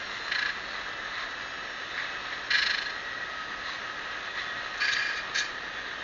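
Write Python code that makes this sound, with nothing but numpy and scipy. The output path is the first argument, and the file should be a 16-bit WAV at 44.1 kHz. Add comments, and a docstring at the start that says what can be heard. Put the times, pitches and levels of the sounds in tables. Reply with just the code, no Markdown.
"""An automatic sharpener works along a band saw blade in a sawmill, heard close and dull. From the start
its drive hisses and hums, and further off a saw whirrs as it coasts. At 0.3 s and 2.5 s the grinding
wheel rasps into the gullets: slightly out of round, it bites once a turn, and its grit rings the blade.
Between the rasps the feed scuffs and ticks. At 4.8 s the wheel squeals over a tooth tip, throwing
sparks, and at 5.3 s it gives one last short rasp."""
import sys
import numpy as np
from scipy import signal
from scipy.fft import rfft, irfft, next_fast_len
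from scipy.io import wavfile
from scipy.ndimage import map_coordinates

SR = 44100
rng = np.random.default_rng(int(sys.argv[2]) if len(sys.argv) > 2 else 0)


def generate_wav(signal):
    """Clip the signal to [-1, 1] and save it as 16-bit WAV at the path in sys.argv[1]."""
    frames = np.transpose(np.atleast_2d(signal))
    scaled = np.clip(frames, -1, 1) * 32767
    pcm = np.round(scaled).astype(np.int16)
    wavfile.write(sys.argv[1], SR, pcm)


N = 265923
TIME = np.arange(N) / SR
TOP_HZ = 7300  # the microphone's band limit


def amp(db):
    """Decibels to gain."""
    return 10 ** (np.asarray(db) / 20)


def unit(x):
    """Scale to rms 1."""
    return x / np.sqrt(np.mean(x ** 2) + 1e-20)


def swells(rows):
    """Bell-shaped gains from rows of t/s, half length/s, level/dB."""
    return sum(amp(db) * np.exp(-.5 * ((TIME - s) / half) ** 2) for s, half, db in rows)


def wobble(rate):
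    """A smooth random curve, rate knots a second."""
    return map_coordinates(rng.standard_normal(int(N * rate / SR) + 4), [TIME * rate])


def filtered(x, response):
    """x through a complex frequency response."""
    size = next_fast_len(N + SR // 4)
    return irfft(rfft(x, size) * response(np.fft.rfftfreq(size, 1 / SR)), size)[:N]


def coloured(x, points):
    """x through an EQ curve of f/Hz, relative level/dB, scaled to rms 1."""
    f, db = np.transpose(points)
    return unit(filtered(x, lambda hz: amp(np.interp(np.log(hz + 1), np.log(f), db, -120, -120))))


def rung(x, modes, width_hz):
    """x through resonances (f/Hz, relative level/dB) of alternating polarity, scaled to rms 1."""
    def response(f):
        damping = 1j * f * width_hz
        return sum((-1) ** k * amp(db) * damping / (hz * hz - f * f + damping)
                   for k, (hz, db) in enumerate(modes))
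    return unit(filtered(x, response))


def grit(clump_db, rate=700):
    """Countless tiny impacts that come in clumps."""
    return unit(rng.standard_normal(N) * amp(clump_db * wobble(rate)))


def grinding():
    """The wheel throbs in the gullets and runs smoother over the tips, squealing on the first."""
    # dips of the wheel: place, landing t/s, level/dB, hold/s, fade/(dB/s), length/s,
    # t/s of one bite, turning f/Hz, dip between bites/dB, tilt/(dB/octave), settling/s
    strokes = [("gullet", .274, -34, .01, 60, .016, 0.37, 32, 14, 2.5, 0.027),
               ("gullet", .309, -25.5, 0.09, 59, .195, .356, 28, 15.6, -1, .04),
               ("gullet", 2.5, -23, .18, 50, 0.406, 2.669, 25.5, 14.2, 1.5, 0.16),
               ("tip", 4.798, -27, 0.12, 26.5, 0.4, 4.925, 28, 3.5, -.5, .05),
               ("tip", 5.343, -29, .05, 100, .125, 3.9, 31, 2.9, 2.2, .05)]
    # the blade rings differently at the two places of contact: f/Hz, relative level/dB
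    gullet_modes = [(1674, -42), (1701, -38.5), (1915, -41.5), (2405, -45), (2912, -53), (3036, -53.5),
                    (3494, -50.5), (4043, -45), (4108, -46.5), (4225, -45.5), (4370, -51.5), (4700, -59.5),
                    (5146, -58.5), (5260, -55), (5440, -60)]
    tip_modes = [(1642, -41), (1690, -38), (1857, -40.5), (2412, -39.5), (3095, -48), (3994, -51.5),
                 (4517, -48.5), (5125, -52.5), (5399, -54.5), (5981, -63)]
    # the rush of the grit at those places: f/Hz, relative level/dB
    gullet_rush = [(710, -30), (1200, -15.5), (1420, -14), (1640, 3), (1810, -6.5), (2050, -4.5),
                   (2240, -16.5), (3010, -10), (3290, -19), (4120, -7.5), (4570, -21), (5340, -22.5),
                   (7080, -36), (9200, -67), (15600, -120)]
    tip_rush = [(710, -51.5), (1200, -10), (1430, -17), (1590, 1.5), (1650, 1.5), (2190, -10.5),
                (2380, -19), (2580, -10), (3290, -17.5), (4670, -11.5), (5070, -21.5), (6190, -23.5),
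                (7080, -28.5), (9200, -54.5), (15600, -120)]
    in_gullet = [row for row in strokes if row[0] == "gullet"]
    on_tip = [row for row in strokes if row[0] == "tip"]
    gullets = sum(stroke(row, gullet_modes, gullet_rush, rush_db=2, width_hz=31) for row in in_gullet)
    tips = sum(stroke(row, tip_modes, tip_rush, rush_db=1, width_hz=30) for row in on_tip)
    return gullets + tips + squeal(on_tip[0])


def stroke(row, modes, rush, rush_db, width_hz, ring_db=-1.5, bite_shape=2.76, hardness=.17):
    """One rasp: the wheel's high spot bites once a turn; the grit hisses and rings the blade."""
    _, land_s, *_, bite_s, turn_hz, dip_db, tilt_db, settle_s = row
    off_bite = np.abs(np.sin(np.pi * turn_hz * (TIME - bite_s))) ** bite_shape
    # the wheel lands firmly; as steel is ground away, only its high spot still reaches
    clearance = np.clip((TIME - land_s) / settle_s, .4, 1)
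    bite_db = effort(row) - dip_db * clearance * off_bite
    ring = rung(grit(clump_db=1.5), modes, width_hz)
    steel = amp(ring_db) * ring + amp(rush_db) * coloured(grit(clump_db=1.5), rush)
    steel = unit(filtered(steel, lambda hz: amp(tilt_db * np.log2(np.clip(hz, 1000, TOP_HZ) / 1000))))
    treble = filtered(steel, lambda hz: np.clip((hz - 2000) / 400, 0, 1))
    treble_db = hardness * (bite_db + 25.5)  # a deeper bite brings out the upper modes
    return amp(bite_db) * (steel - treble + amp(treble_db) * treble)


def effort(row, attack_s=.01, lift_db_per_s=420):
    """A stroke's envelope in dB: the wheel lands, holds, eases as steel is ground away, lifts off."""
    _, land_s, level_db, hold_s, fade_db_per_s, length_s = row[:6]
    age = TIME - land_s
    attack_db = 20 * np.log10(np.clip(age / attack_s, 1e-6, 1))
    fade_db = fade_db_per_s * np.maximum(age - hold_s, 0)
    lift_db = lift_db_per_s * np.maximum(age - length_s, 0)
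    return level_db + attack_db - fade_db - lift_db


def squeal(row, landing_hz=4430, seated_hz=4720, glide_s=.045, width_hz=260, fade_db_per_s=13):
    """A rough tone that glides up as the wheel seats itself and rides the stroke's envelope."""
    age = np.maximum(TIME - row[1], 0)
    pitch_hz = seated_hz + (landing_hz - seated_hz) * np.exp(-age / glide_s) + 80 * wobble(45)
    phase = 2 * np.pi * np.cumsum(pitch_hz) / SR
    tone = unit(wobble(width_hz) * np.cos(phase) + wobble(width_hz) * np.sin(phase))
    return amp(effort(row) - 13.5 - fade_db_per_s * age) * tone


def sparks():
    """Spits of grit and showers of sparks fly off in short, bright bursts."""
    # bursts: t/s, half length/s, level/dB
    bursts = [(.155, 0.004, -45), (2.467, 0.0033, -50.5), (4.78, 0.0038, -43), (4.934, 0.0087, -32),
              (5.175, 0.012, -44), (5.357, 0.0078, -34.5), (5.39, 0.012, -29)]
    # their sizzle: f/Hz, relative level/dB
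    sizzle = [(2500, -31.5), (3800, 6.5), (4600, -3.5), (5000, -16), (5500, -3.5), (6400, -2), (7200, -17)]
    return swells(bursts) * coloured(grit(clump_db=2), sizzle)


def feed(tick_db=-6.5, tick_t60=.06, tick_rise_s=.001):
    """The blade scuffs along its guide and knocks when the pawl or the wheel catches a tooth."""
    # caught teeth: t/s, relative level/dB
    ticks = [(0.317, -21), (1.9777, -18.5), (1.999, -24), (2.052, -26), (2.326, -24), (4.376, -26.5),
             (4.8818, -17.5), (4.965, -18), (5.006, -22.5)]
    # slides along the guide: t/s, half length/s, level/dB
    scuffs = [(.14, 0.046, -41.5), (.48, 0.034, -36.5), (.75, 0.076, -42), (1.19, 0.046, -36),
              (2.01, 0.056, -39.5), (2.32, 0.058, -42.5), (3.71, 0.049, -36), (4.4, 0.033, -37),
              (4.58, 0.034, -50)]
    # the colours of the dull knock and of the scuff: f/Hz, relative level/dB
    knock_colour = [(900, -31), (1500, -8), (1800, 5.5), (2100, 0), (2500, -15.5), (3900, -11.5),
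                    (4600, -25), (7000, -38.5)]
    scuff_colour = [(600, -31), (1100, 3), (1450, -6), (1900, 8), (2400, -8), (3200, -8.5), (4000, 1.5),
                    (4700, -14), (7000, -22)]
    blows = np.zeros(N)
    for start_s, db in ticks:
        age = np.maximum(TIME - start_s, 0)
        blows += np.minimum(age / tick_rise_s, 1) * amp(db + tick_db - 60 * age / tick_t60)
    knocks = blows * coloured(rng.standard_normal(N), knock_colour)
    return knocks + swells(scuffs) * coloured(grit(clump_db=3.5), scuff_colour)


def machine(body_db=-38.5, hiss_db=-45, rumble_db=-52, frame_db=-52, cycle_s=2.25, crest_s=2.36):
    """Bearings and belt rattle the frame; the spinning wheel hisses over the hum of the drive."""
    # the colours of the rattle, the wheel's hiss and the low rumble: f/Hz, relative level/dB
    body_colour = [(240, -21), (400, -13.5), (524, -12), (569, -12), (609, -14.5), (656, -7), (774, -10),
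                   (1050, -7.5), (1230, -4), (1510, -5), (1630, 1.5), (1860, 1), (2190, -10.5), (2400, -17),
                   (3120, -49.5), (5280, -120)]
    hiss_colour = [(1290, -39.5), (2200, -10), (2430, -2), (2620, -0.5), (3320, -3.5), (3940, 0),
                   (4510, -8.5), (4980, -17), (5360, -11.5), (5940, -16), (6450, -14.5), (7080, -25),
                   (9200, -50), (15600, -120)]
    rumble_colour = [(11, -39.5), (18, -8.5), (48, -1.5), (80, -9.5), (129, -5), (167, -8.5), (200, -3.5),
                     (242, -7.5), (272, -7.5), (416, -6), (600, -2), (780, -25.5), (1320, -120)]
    # the drive's tones: f/Hz, level/dB
    hum_tones = [(54, -69.5), (116, -70.5), (270, -65), (309, -65), (383, -66), (562, -71), (579, -67),
                 (714, -66), (738, -66)]
    cycle = np.cos(2 * np.pi * (TIME - crest_s) / cycle_s)  # a slight swell as the wheel comes down
    flutter_db = .6 * wobble(28) + .14 * wobble(2.7)
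    body = amp(body_db + .14 * cycle + flutter_db) * coloured(grit(clump_db=1, rate=300), body_colour)
    hiss = amp(hiss_db + .9 * cycle + flutter_db) * coloured(grit(clump_db=1), hiss_colour)
    rumble = amp(rumble_db) * coloured(rng.standard_normal(N), rumble_colour)
    hum = sum(amp(db) * unit(np.sin(2 * np.pi * hz * TIME + 1.1 * wobble(3))) for hz, db in hum_tones)
    frame = amp(frame_db) * rung(grit(clump_db=1.5, rate=300), modes=[(1267, 0)], width_hz=40)
    return body + frame + hiss + rumble + hum


def coasting_saw(base_hz=325.4, sag_hz_per_s=2.25, surplus_hz=21, settle_s=.96, jitter_hz=.494):
    """A saw coasts further off: its teeth whirr in a sinking stack of partials, some singing out."""
    # the whirr, from the seventh partial upward: relative level/dB
    whirr_levels = [-65, -58.5, -61, -60.5, -58, -59, -62.5, -70.5, -67.5, -72, -70.5, -77.5, -72, -70.5,
                    -81]
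    # two steady whistles: multiple of the tooth rate, level/dB
    whistles = [(4, -53), (6, -51)]
    # resonances of the saw's plate: f/Hz, half width/Hz, lift/dB
    plate = [(1263, 12, 3), (1885, 20, 3), (5480, 55, 4.5)]
    # partials that sing out: t/s, half length/s, multiple of the tooth rate, level/dB
    flares = [(0.058, .05, 16, -59), (0.248, 0.031, 12, -51), (.7, .03, 13, -57), (0.953, .1, 8, -60),
              (1.7, .04, 17, -63), (2.123, 0.095, 8, -55), (3.13, 0.14, 6, -44.5), (3.378, 0.093, 4, -44.5),
              (4.545, 0.074, 4, -51), (4.546, .09, 6, -45.5)]
    # a surplus of speed dies away, the rest sinks slowly
    tooth_hz = base_hz - sag_hz_per_s * TIME + surplus_hz * np.exp(-TIME / settle_s)
    phase = 2 * np.pi * np.cumsum(tooth_hz + jitter_hz * wobble(40)) / SR

    def partial(order, db):
        """One multiple of the tooth rate, blurred by moving air, lifted as it passes a resonance."""
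        tone = unit(amp(2.5 * wobble(40)) * np.sin(order * phase + .7 * wobble(35)))
        plate_db = sum(lift / (1 + ((order * tooth_hz - hz) / half) ** 2) for hz, half, lift in plate)
        singing = swells((s, half, peak) for s, half, multiple, peak in flares if multiple == order)
        return tone * (amp(db + plate_db) + singing)

    whirr_db, flicker_db = 1, 2.5
    whirr = sum(partial(order, db + whirr_db + flicker_db * wobble(4))
                for order, db in enumerate(whirr_levels, 7))
    return whirr + sum(partial(order, db) for order, db in whistles)


def shed(x, t60=.34):
    """The short reverb of the wooden walls."""
    t = TIME[:SR // 2]
    tail = rng.standard_normal(len(t)) * amp(-60 * t / t60)
    return signal.fftconvolve(x, tail / np.linalg.norm(tail))[:N]


def scene():
    """The work at the wheel and its reverb, over a bed of running machine and coasting saw."""
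    work = grinding() + sparks() + feed()
    return (work + amp(-9.5) * shed(work) + machine() + coasting_saw())[None]


def record(dry):
    """The dull microphone cuts off steeply at its band limit."""
    return filtered(dry[0], lambda hz: np.clip((TOP_HZ - hz) / 200 + .5, 0, 1))[None]


dry = scene()
out = record(dry)
generate_wav(out)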